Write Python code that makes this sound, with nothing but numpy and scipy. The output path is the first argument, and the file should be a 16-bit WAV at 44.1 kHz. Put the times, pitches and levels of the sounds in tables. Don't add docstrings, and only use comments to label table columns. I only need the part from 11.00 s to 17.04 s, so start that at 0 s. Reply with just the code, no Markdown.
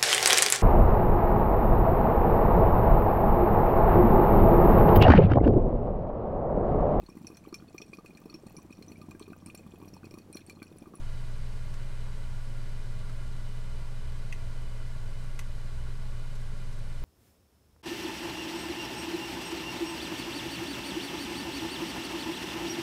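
import sys
import numpy as np
from scipy import signal
from scipy.fft import rfft, irfft
from scipy.io import wavfile

SR = 44100
rng = np.random.default_rng(int(sys.argv[2]) if len(sys.argv) > 2 else 0)


def bounce(signal):
    frames = np.transpose(np.atleast_2d(signal))
    limited = np.clip(frames, -1, 1)
    pcm = np.round(limited * 32767).astype(np.int16)
    wavfile.write(sys.argv[1], SR, pcm)


N = 266364
TIME = np.arange(N) / SR


def remote(snap_low_hz=2200, knock_q=2.1):
    # (time [s], case ring [dB], lift of the second mode [dB], snap [dB],
    # top of the snap [Hz], knock [dB], knock pitch [Hz])
    clicks = [(0.7395, -11.5, -5, -27.5, 9500, -10, 1080), (2.0958, -13.5, -6, -30, 8500, -9.5, 1250),
              (3.3254, 2.5, 1.5, -25, 11000, -17, 1200), (3.5602, -24, 0, -45, 7000, -3, 470),
              (4.238, -28, 0, -30, 9000, -26, 1300), (4.3918, -0.5, -3, -15.5, 9700, -4.5, 1070),
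              (5.3545, -18, 0, -27.5, 8000, -24, 1400), (5.7285, -21, 0, -30, 8000, -26, 1400)]
    # (frequency [Hz], width of each filter pass [Hz], gain [dB])
    case_modes = [(2080, 380, 0), (2490, 400, -0.5), (4700, 600, -20), (5450, 550, -16.5), (5950, 450, -11),
                  (7950, 500, -22), (9200, 500, -21)]
    out = np.zeros(N + SR)
    for at, ring_db, second_db, snap_db, snap_top_hz, knock_db, knock_hz in clicks:
        force = press(rattle_db=-1, room_db=-9.5, room_t60=0.14)
        ring = sum(from_db(db + second_db * (k == 1)) * resonate(force, hz, width)
                   for k, (hz, width, db) in enumerate(case_modes))
        knock = resonate(force, knock_hz, knock_hz / knock_q)
        snap_band = np.vstack([signal.butter(1, snap_low_hz, "high", fs=SR, output="sos"),
                               signal.butter(2, snap_top_hz, "low", fs=SR, output="sos")])
        snap = signal.sosfilt(snap_band, press(rattle_db=2, room_db=-3, room_t60=0.065))
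        click = from_db(ring_db) * ring + from_db(snap_db) * snap + from_db(knock_db) * knock
        start = round(at * SR)
        out[start:start + len(click)] += click
    return out[:N]


def press(rattle_db, room_db, room_t60, strike_s=0.0004, rattle_s=0.0076):
    t = TIME[:SR // 4]
    strike, rattle, room = rng.standard_normal((3, len(t)))
    strike = unit_energy(whiten(strike * (t < strike_s)) * (t < 2 * strike_s))
    rattle_gate = (t > strike_s) / (1 + np.exp(np.minimum(10 * (t / rattle_s - 1), 20)))
    rattle = unit_energy(whiten(rattle * rattle_gate) * rattle_gate)
    room = unit_energy(room * (t > rattle_s) * from_db(-60 * t / room_t60))
    return unit_energy(strike + from_db(rattle_db) * rattle + from_db(room_db) * room)


def fingers(attack_s=0.043, q=0.9):
    # (start [s], length [s], rms level before the envelope [dB], centre [Hz])
    rubs = [(0.718, 0.51, -62, 1240), (5.3, 0.82, -71, 6000)]
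    out = np.zeros(N)
    for start, length, db, hz in rubs:
        friction = resonate(rng.standard_normal(N), hz, hz / q)
        age = TIME - start
        speed = np.clip(age / attack_s, 0, 1) * np.clip(1 - age / length, 0, 1)
        out += from_db(db) * np.sqrt(speed) * friction / friction.std()
    return out


def motor_hum(mains_hz=60.0, shaft_hz=18.5, drone_hz=58.42, beat_top_s=2.75):
    orders = [(0, 1), (0, 2), (0, 11), (0, 12), (0, 14), (2, 0), (2, -1), (2, -2), (2, 3)]
    levels = [-31.5, -62.5, -68, -74.5, -71.5, -44, -57.5, -59, -71]
    motor = sum(tone(mains * mains_hz + turns * shaft_hz, db, wander_rad=0.021, crest_s=rng.random())
                for (mains, turns), db in zip(orders, levels))
    third_order = tone(3 * shaft_hz, db=-56.5, wander_rad=0.081, crest_s=beat_top_s)
    drone = tone(drone_hz, drone_db(), wander_rad=0.14, crest_s=beat_top_s)
    return motor + third_order + drone


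def drone_db(rest_db=-51.5, waver_db=2.5, waver_hz=2.5, swell_s=0.085):
    # (time of the top [s], added rms level [dB])
    swells = [(0.47, -48), (2.72, -43.5), (3.1, -43), (4.08, -50), (4.8, -48), (6.03, -46)]
    resting = from_db(rest_db + waver_db * drift(waver_hz))
    rises = sum(from_db(db) * np.exp(-((TIME - at) / swell_s) ** 2) for at, db in swells)
    return 20 * np.log10(resting + rises)


def air():
    # (frequency [Hz], power density [dB per Hz])
    spectrum = [(10, -62.5), (22, -67.5), (40, -62), (62, -65), (80, -69), (145, -69), (200, -78.5),
                (290, -86.5), (750, -91.5), (1800, -94.5), (6500, -101.9), (9500, -104.5), (11500, -108.7),
                (15000, -119.3)]
    # (centre [Hz], width [Hz], lift [dB])
    resonances = [(372, 34, 5), (426.4, 46, 7.5), (560.5, 65, 7.5), (646, 85, 6), (859, 84, 4),
                  (955, 39, 8.5), (1020, 32, 7), (1131, 89, 8), (1397, 60, 9.5), (1487, 85, 8),
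                  (1632, 100, 6), (1733, 43, 3), (2009, 116, 7), (2140, 52, 7), (2416, 145, 5.5),
                  (2790, 110, 2), (2974, 100, 9), (3140, 70, 4), (3533, 50, 5.5), (3876, 65, 7.5),
                  (4050, 94, 5.5), (4270, 400, 2.5), (4620, 85, 7), (5110, 210, 4), (8160, 720, 3),
                  (8680, 130, 4)]
    hz = np.maximum(np.fft.rfftfreq(N, 1 / SR), 1)
    points_hz, points_db = np.transpose(spectrum)
    db = np.interp(np.log(hz), np.log(points_hz), points_db)
    for centre, width, lift in resonances:
        db += lift * .5 ** ((2 * (hz - centre) / width) ** 2)
    return irfft(rfft(rng.standard_normal(N)) * from_db(db), N) * np.sqrt(SR / 2)


def resonate(x, hz, width_hz):
    r = np.exp(-np.pi * width_hz / SR)
    b = np.array([1, 0, -1]) * (1 - r * r) / 2
    a = [1, -2 * r * np.cos(2 * np.pi * hz / SR), r * r]
    return signal.lfilter(b, a, signal.lfilter(b, a, x))


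def whiten(burst):
    return irfft(np.exp(1j * np.angle(rfft(burst))), len(burst))


def tone(hz, db, wander_rad, crest_s):
    phase = 2 * np.pi * hz * (TIME - crest_s) + wander_rad * drift(rate_hz=0.47)
    return np.sqrt(2) * from_db(db) * np.cos(phase)


def drift(rate_hz):
    hz = np.fft.rfftfreq(N, 1 / SR)
    slow = irfft(rfft(rng.standard_normal(N)) / (1 + (hz / rate_hz) ** 2), N)
    return (slow - slow.mean()) / slow.std()


def from_db(db):
    return 10 ** (np.asarray(db) / 20)


def unit_energy(x):
    return x / np.sqrt(np.sum(x ** 2) + 1e-20)


def scene():
    return (motor_hum() + air() + remote() + fingers())[None]


def record(dry, cutoff_hz=15100):
    return signal.sosfilt(signal.ellip(10, .1, 80, cutoff_hz, fs=SR, output="sos"), dry)


dry = scene()
out = record(dry)
bounce(out)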